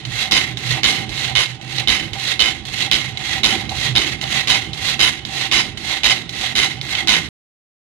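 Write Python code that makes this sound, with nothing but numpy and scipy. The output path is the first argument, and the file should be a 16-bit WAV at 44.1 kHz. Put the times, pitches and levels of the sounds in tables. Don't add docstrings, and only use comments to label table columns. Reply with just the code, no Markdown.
import sys
import numpy as np
from scipy import signal
from scipy.fft import rfft, irfft, next_fast_len
from scipy.io import wavfile
from scipy.ndimage import uniform_filter1d

SR = 44100
rng = np.random.default_rng(int(sys.argv[2]) if len(sys.argv) > 2 else 0)


def voltage_ratio(decibels):
    exponent = np.asarray(decibels, float) / 20
    return 10 ** exponent


def wav_out(sig):
    wavfile.write(sys.argv[1], SR, np.round(np.clip(np.atleast_2d(sig).T, -1, 1) * 32767).astype(np.int16))


N = 344808
STROKE_S, CHATTER_HZ = 0.26, 109.9
LEFT_LAG_SAMPLES = -4
TOP_HZ = 15650


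def curve(table, hz):
    freq_hz, level_db = np.transpose(table)
    return voltage_ratio(np.interp(np.log(np.maximum(hz, 1)), np.log(freq_hz), level_db))


def coloured(x, table):
    size = next_fast_len(N + SR // 10)
    hz = np.arange(size // 2 + 1) * SR / size
    return irfft(rfft(x, size) * curve(table, hz), size)[..., :N]


def above(x, hz):
    return coloured(x, [(hz / 1.5, -60), (hz / 3.3, -12), (hz * 1.1, 0)])


def walk_gain(rate_hz, spread_db):
    count = int(N / SR * rate_hz) + 2
    aims = voltage_ratio(spread_db * rng.standard_normal(count))
    return np.interp(np.arange(N) * (rate_hz / SR), np.arange(count), aims)


def carrier(alike):
    both, own = rng.standard_normal(N), rng.standard_normal((2, N))
    alike = np.clip(alike, 0, 1)
    common = np.array([np.roll(both, LEFT_LAG_SAMPLES), both])
    return np.sqrt(alike) * common + np.sqrt(1 - alike) * own


def body(force, rings, broad, alike, wander_db):
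    noise = carrier(alike)
    y = coloured(force * noise, broad)
    for k, (freq_hz, width_hz, level_db) in enumerate(rings):
        b, a = signal.iirpeak(freq_hz, freq_hz / width_hz, fs=SR)
        fresh = np.roll(noise, (k + 1) * (SR // 3), axis=1)
        y += signal.lfilter(voltage_ratio(level_db) * b, a, force * walk_gain(18, wander_db) * fresh)
    return y * np.sqrt(np.mean(force ** 2) / np.mean(y ** 2))


def room(x, t60_s, level_db):
    t = np.arange(SR // 2) / SR
    tail = rng.standard_normal((2, len(t))) * np.exp(-np.log(1000) * t / t60_s)
    tail *= voltage_ratio(level_db) / np.sqrt(np.sum(tail ** 2, axis=1, keepdims=True))
    return signal.fftconvolve(x[None], tail, axes=1)[:, :N]


# start_s, level_db
MOTOR_HUM = [(0.0, -55.5), (0.04, -34.5), (0.61, -34.5), (0.75, -32), (0.81, -39.5), (0.99, -33),
             (2.51, -38.5), (2.55, -45.5), (3.08, -27.5), (3.28, -35), (3.99, -32.5), (4.01, -45.5),
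             (4.11, -26), (4.22, -34.5), (7.1, -39), (7.28, -34)]
# freq_hz, width_hz, level_db
HUM_RING = [(123.8, 9, 12.5), (138.5, 13, 3.9)]
# freq_hz, width_hz, level_db
STAND_RING = [(61, 19, -4.5), (77.2, 7.1, -1.5), (103.5, 16, -4), (166.5, 14, -6.5), (212.4, 23, -7),
              (324.2, 13, -7.5)]
# freq_hz, level_db
STAND_COLOUR = [(20, -41), (35, -26), (60, -18), (100, -17.5), (150, -26), (250, -12.5), (400, -15),
                (600, -61.5)]
# freq_hz, level_db
FLAT_FLOOR = [(300, -45), (1500, -45)]


def motor(buzz_db):
    settle_s, rumble_over_hum_db = 1, -1.5
    hum_db = np.interp(np.arange(N) / SR, *np.transpose(MOTOR_HUM))
    rumble_db = uniform_filter1d(hum_db, size=int(settle_s * SR)) + rumble_over_hum_db
    hum = body(walk_gain(9, 3.6), HUM_RING, FLAT_FLOOR, 0.99, 0.65)
    stand = body(walk_gain(28, 1.2), STAND_RING, STAND_COLOUR, 0.85, 3.8)
    buzz = above(stand, 210)
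    rumble = walk_gain(6, 2.5) * (stand - buzz)
    load = uniform_filter1d(voltage_ratio(buzz_db + 4.0), size=SR // 50)
    return voltage_ratio(hum_db + 1.0) * hum + voltage_ratio(rumble_db) * rumble + load * buzz


def thumps(level_db, freq_hz=55, late_s=0.037, long_s=0.018):
    t, x = np.arange(SR // 6) / SR, np.zeros(N)
    swell = np.exp(-((t - late_s) / long_s) ** 2 / 2)
    for start_s, _ in TURNS[1::2]:
        x[int(start_s * SR):][:len(t)] += swell * np.sin(2 * np.pi * freq_hz * t)
    return voltage_ratio(level_db) * x


# centre_s, level_db, length_s
FRAME_SWELLS = [(0.271, -42, 0.09), (0.343, -36.5, 0.033), (0.478, -37, 0.022), (0.773, -30, 0.054),
                (0.925, -29, 0.024), (1.302, -32.5, 0.056), (1.378, -39.5, 0.024), (1.822, -36, 0.034),
                (2.163, -34.5, 0.032), (2.481, -42.5, 0.014), (2.872, -29, 0.017), (3.196, -36, 0.054),
                (3.376, -39.5, 0.045), (3.453, -34, 0.041), (3.535, -37, 0.056), (3.626, -36.5, 0.058),
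                (3.725, -30, 0.057), (3.98, -28.3, 0.046), (4.065, -40, 0.036), (4.245, -30, 0.037),
                (4.39, -39, 0.05), (4.528, -35, 0.13), (4.94, -39.5, 0.073), (5.448, -38.5, 0.029),
                (5.943, -40.5, 0.052), (6.117, -50, 0.15), (6.429, -34, 0.035), (6.589, -37.5, 0.054),
                (6.653, -38.5, 0.031), (7.004, -37, 0.14)]


def shake(rasp_db):
    floor_db, follow_share = -33.5, 0.31
    t = np.arange(N) / SR
    x = voltage_ratio(floor_db + follow_share * rasp_db) * walk_gain(25, 1.4)
    for centre_s, level_db, length_s in FRAME_SWELLS:
        x = x + voltage_ratio(level_db) * np.exp(-(2 * (t - centre_s) / length_s) ** 2)
    return x


# freq_hz, width_hz, level_db
FRAME_RING = [(772.3, 29.6, 9.5), (820, 320, -10)]


def saw_frame(tooth_clicks, rasp_db):
    return voltage_ratio(-0.5) * body(tooth_clicks * shake(rasp_db), FRAME_RING, FLAT_FLOOR, 0.65, 1.6)


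# start_s, knock_peak_db
TURNS = [(0.0513, -11), (0.311, -1.5), (0.5715, -8.5), (0.8327, 3), (1.0924, -23), (1.3523, -1.5),
         (1.613, -18.5), (1.8738, 2.5), (2.1323, -9.5), (2.3934, 1.5), (2.652, -13), (2.9135, -1),
         (3.1723, -8), (3.433, 1.5), (3.692, -7), (3.9527, 0), (4.2128, -6), (4.473, -8), (4.732, -13),
         (4.993, -7.5), (5.251, -9.5), (5.5136, -5), (5.7732, -10), (6.0337, -3.5), (6.2924, -11.5),
         (6.5525, -9), (6.813, -9.5), (7.0733, -4.5)]
# start_s, peak_db
SNAGS = [
    (0.2094, -31),
    (0.7064, -11.5),
    (1.1747, -16.5),
    (1.783, -2.5),
    (2.2675, -17),
    (2.6783, -29.5),
    (4.2388, -11),
    (6.951, -3.5),
]
# freq_hz, width_hz, level_db
KNOCK_RING = [(2150, 90, 6), (3040, 87, 9), (3780, 370, 7), (6020, 77, 4), (6510, 150, -12.5)]


def knocks(turn_db=-8.5, snag_db=-5, burst_s=0.003, rebound_db=2.5, fade_db=1.5):
    x, t = np.zeros(N), np.arange(1024) / SR
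    hits = [(s, db + turn_db) for s, db in TURNS]
    hits += [(s, db + snag_db) for s, db in SNAGS]
    for k in range(3):
        late_s, change_db = (k + 1) / CHATTER_HZ, turn_db + rebound_db - k * fade_db
        hits += [(s + late_s, db + change_db) for s, db in TURNS[1::2]]
    for start_s, level_db in hits:
        x[int(start_s * SR):][:1024] += voltage_ratio(level_db) * np.exp(-t / burst_s)
    ring = body(x, KNOCK_RING, RASP_COLOUR, 0.35, 2.5)
    return ring - 0.8 * above(ring, 8000)


# bite_db, bite_length_s, drag_db, tube_over_rasp_db, gear_buzz_db
CUTS = [(-14.5, 0.083, -24, -2.5, -31), (-14.5, 0.057, -21, -2.5, -29.5), (-15, 0.084, -29.5, -5.4, -40),
        (-17, 0.089, -26.5, -0.5, -32.5), (-17, 0.098, -28, -3.5, -34.5), (-14, 0.032, -22.5, -5, -36),
        (-15.5, 0.088, -23.5, -3, -28.5), (-18.5, 0.091, -22.5, -4, -29.5), (-14, 0.088, -25.5, -6, -34),
        (-14, 0.092, -26.9, -4, -34), (-14, 0.094, -28, -4.5, -32), (-13.5, 0.095, -27, -3, -33.5),
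        (-14.5, 0.096, -26.5, -2.5, -32), (-14, 0.097, -26.5, -3.5, -33)]
# loudest_db, loudest_after_s, set_off_db, tube_over_rasp_db
BACKS = [(-21, 0.16, -39.5, -3.5), (-21, 0.16, -35.5, -4.5), (-20.5, 0.162, -35.5, -6),
         (-24, 0.17, -42.5, -4), (-21, 0.17, -35, -5), (-21, 0.17, -36.5, -6.5), (-21, 0.17, -33.5, -6),
         (-19.5, 0.16, -35.5, -8.5), (-18.3, 0.16, -32.5, -5), (-19, 0.16, -36.5, -6),
         (-20, 0.17, -37.5, -9.5), (-20, 0.16, -38, -6.5), (-20.5, 0.17, -37, -6), (-22, 0.16, -38, -1.5)]
# after_turn_s, sizzle_over_rasp_db, tube_change_db
CUT_COLOUR = [
    (0, -11, -2.5),
    (.03, -10, 0),
    (.08, -11, 0.5),
    (.18, -11.5, 5),
    (.26, -17, -3.5),
]
# after_turn_s, sizzle_over_rasp_db, tube_change_db
BACK_COLOUR = [
    (0, -4, 3),
    (.03, -12, 3.5),
    (.1, -9.5, 2),
    (.17, -12.5, -0.5),
    (.26, -13.5, 6.5),
]


def strokes():
    bite_in_s, bite_in_db, bite_sag_db = 0.009, -3, -2.5
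    let_go_s, drag_tautness, cut_fade_db = 0.025, 0.6, -16.5
    slow_s, slow_db, back_fade_db = 0.041, -4.5, -22.5
    lead_in_db, buzz_idle_db, load_eases_db = -3, -40, -9
    t = np.arange(N) / SR
    turn_s = np.r_[TURNS[0][0] - STROKE_S, np.array(TURNS)[:, 0]]
    which = np.searchsorted(turn_s, t, "right") - 1
    since_s = t - turn_s[which]
    rasp_db, sizzle_db, tube_db, buzz_db, taut = controls = np.zeros((5, N))

    first = np.add(CUTS[0], [lead_in_db, 0, lead_in_db, 0, lead_in_db])
    for k, (bite_db, hold_s, drag_db, ring_db, gear_db) in enumerate([first, *CUTS]):
        on = which == 2 * k
        rasp_db[on] = np.interp(since_s[on], [0, bite_in_s, hold_s, hold_s + let_go_s, STROKE_S],
                                [bite_db + bite_in_db, bite_db, bite_db + bite_sag_db,
                                 drag_db, drag_db + cut_fade_db])
        taut[on] = np.interp(since_s[on], [hold_s, hold_s + let_go_s], [1, drag_tautness])
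        tube_db[on] = ring_db
        buzz_db[on] = gear_db + load_eases_db * (since_s[on] / STROKE_S) ** 2
    for k, (top_db, peak_s, start_db, ring_db) in enumerate(BACKS):
        on = which == 2 * k + 1
        rasp_db[on] = np.interp(since_s[on], [0, peak_s, peak_s + slow_s, STROKE_S],
                                [start_db, top_db, top_db + slow_db, top_db + back_fade_db])
        tube_db[on], buzz_db[on] = ring_db, buzz_idle_db

    cutting = which % 2 == 0
    for on, colour in ((cutting, CUT_COLOUR), (~cutting, BACK_COLOUR)):
        after_s, sizzle, tube_change = np.transpose(colour)
        sizzle_db[on] += np.interp(since_s[on], after_s, sizzle)
        tube_db[on] += np.interp(since_s[on], after_s, tube_change)
    return cutting, since_s, controls


def teeth(cutting, since_s, spread_db=2.5, bounce_db=13, bounce_s=0.05, flutter_db=2.0,
          back_flutter=0.95, slow_db=2.2):
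    saw = (since_s * CHATTER_HZ) % 1
    bounce = -bounce_db * saw * np.exp(-since_s / bounce_s) * cutting
    flutter = walk_gain(150, flutter_db) ** np.where(cutting, 1, back_flutter)
    click_db = spread_db * np.minimum(rng.exponential(size=N), 4)
    x = voltage_ratio(click_db + bounce) * flutter * walk_gain(35, slow_db)
    return x / np.sqrt(uniform_filter1d(x ** 2, size=SR // 16))


# freq_hz, width_hz, level_db
CUT_RING = [(1007, 69, -14), (1488, 23, -12.5), (2476, 40, -14.5), (3017, 51, 2), (3820, 130, -3),
            (4140, 80, -16.5), (5015, 90, -11.5), (6100, 300, -28), (10320, 500, -28.5)]
# freq_hz, width_hz, level_db
BACK_RING = [(625, 36, -27), (1941, 110, -4.5), (2673, 210, -6.5), (2970, 55, -12), (3310, 93, -2.5),
             (3880, 520, -5), (5120, 29, -17), (6600, 230, -21.5)]
# freq_hz, width_hz, level_db
TUBE_RING = [(2125, 48, 0), (2033, 130, -8.5)]
# freq_hz, level_db
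RASP_COLOUR = [(200, -33), (350, -19.5), (1000, -18), (1600, -18), (2100, -10), (2600, -7.5), (3700, -9),
               (4400, -14.5), (5200, -22.5), (6200, -17.5), (8000, -29.5), (10500, -37), (13500, -46),
               (15600, -56.5)]


def blade(tooth_clicks, taut, rasp_db, sizzle_db, tube_db):
    force = tooth_clicks * voltage_ratio(rasp_db)
    slack = np.sqrt(np.clip(1 - taut ** 2, 0, 1))
    tone = body(force * taut, CUT_RING, RASP_COLOUR, 0.3, 3.6)
    tone += voltage_ratio(1.0) * body(force * slack, BACK_RING, RASP_COLOUR, 0.24, 2.02)
    tube = body(force * voltage_ratio(tube_db - 2.0), TUBE_RING, FLAT_FLOOR, 0.35, 0.88)
    sizzle = (voltage_ratio(sizzle_db + 12.5) - 1) * above(tone, 5700)
    return tube + tone + sizzle


# freq_hz, level_db
BITE_LEFT = [(3000, -21.5), (4200, -14), (5000, 3), (5800, -13), (12000, -9)]
# start_s, left_minus_right_db
PAN = [(0.0, -8.5), (0.77, -8), (1.74, -10.5), (3.81, -9.5), (5.07, -8.5), (5.47, -9.5), (6.53, -9),
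       (7.28, -7.5)]


def scene():
    cutting, since_s, (rasp_db, sizzle_db, tube_db, buzz_db, taut) = strokes()
    tooth_clicks = teeth(cutting, since_s)
    frame = saw_frame(tooth_clicks, rasp_db)
    steel = blade(tooth_clicks, taut, rasp_db, sizzle_db, tube_db) + knocks()
    steel[0] += coloured(steel[0] * taut ** 4, BITE_LEFT)
    lows = coloured(steel, [(1500, -1.5), (2300, -15), (3500, -40.5)])
    steel[0] += 0.54 * (np.roll(lows[1], LEFT_LAG_SAMPLES) - lows[0])
    steel += room(steel[1], t60_s=0.25, level_db=-11.0)
    start_s, pan_db = np.transpose(PAN)
    steel[0] *= voltage_ratio(np.interp(np.arange(N) / SR, start_s, pan_db - np.mean(pan_db)))
    return voltage_ratio(3.5) * (voltage_ratio(0.83) * steel + frame + motor(buzz_db) + thumps(level_db=-30.0))


def starve(x, from_hz=7000, mask_db=-29, floor_db=-86, thin_hz=8500, thin=1.2):
    hz, _, z = signal.stft(x, SR, nperseg=1024)
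    size = np.abs(z)
    loud = np.sqrt(np.mean(size ** 2, axis=1, keepdims=True))
    bands = uniform_filter1d(size, size=4, axis=1)
    kept = (bands > voltage_ratio(mask_db) * loud + voltage_ratio(floor_db)) | (hz < from_hz)[:, None]
    lasting = uniform_filter1d(size, size=3, axis=2)
    share = np.interp(hz, [thin_hz, TOP_HZ], [0.6, thin])[:, None] * (hz > thin_hz)[:, None]
    strong = lasting > share * uniform_filter1d(lasting, size=24, axis=1)
    steady = loud < 1.6 * np.roll(loud, 2, axis=2)
    kept &= strong | ~steady
    return signal.istft(z * kept * (hz < TOP_HZ)[:, None], SR, nperseg=1024)[1][:, :N]


def roll_off(x):
    return signal.sosfilt(signal.butter(12, 15610, fs=SR, output="sos"), x)


# freq_hz, left_minus_right_db
PORTS = [(60, -10.5), (110, -9.5), (200, -12), (380, -8), (700, -7.5), (1550, -1), (2380, -13.5),
         (4400, -7.5), (8120, -7.5), (15000, -1.5)]
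# freq_hz, level_db
TREBLE_SLOPE = [(9000, -0.38), (13500, -4), (14500, -2.5), (15600, -11)]


def record(dry):
    stop_s = 7.289
    ports = np.array([coloured(dry[0], PORTS), dry[1]])
    clipped = np.clip(0.94 * ports, -1, 1)
    mix = starve(coloured(clipped, TREBLE_SLOPE))
    return roll_off(mix * (np.arange(N) < stop_s * SR))


dry = scene()
out = record(dry)
wav_out(out)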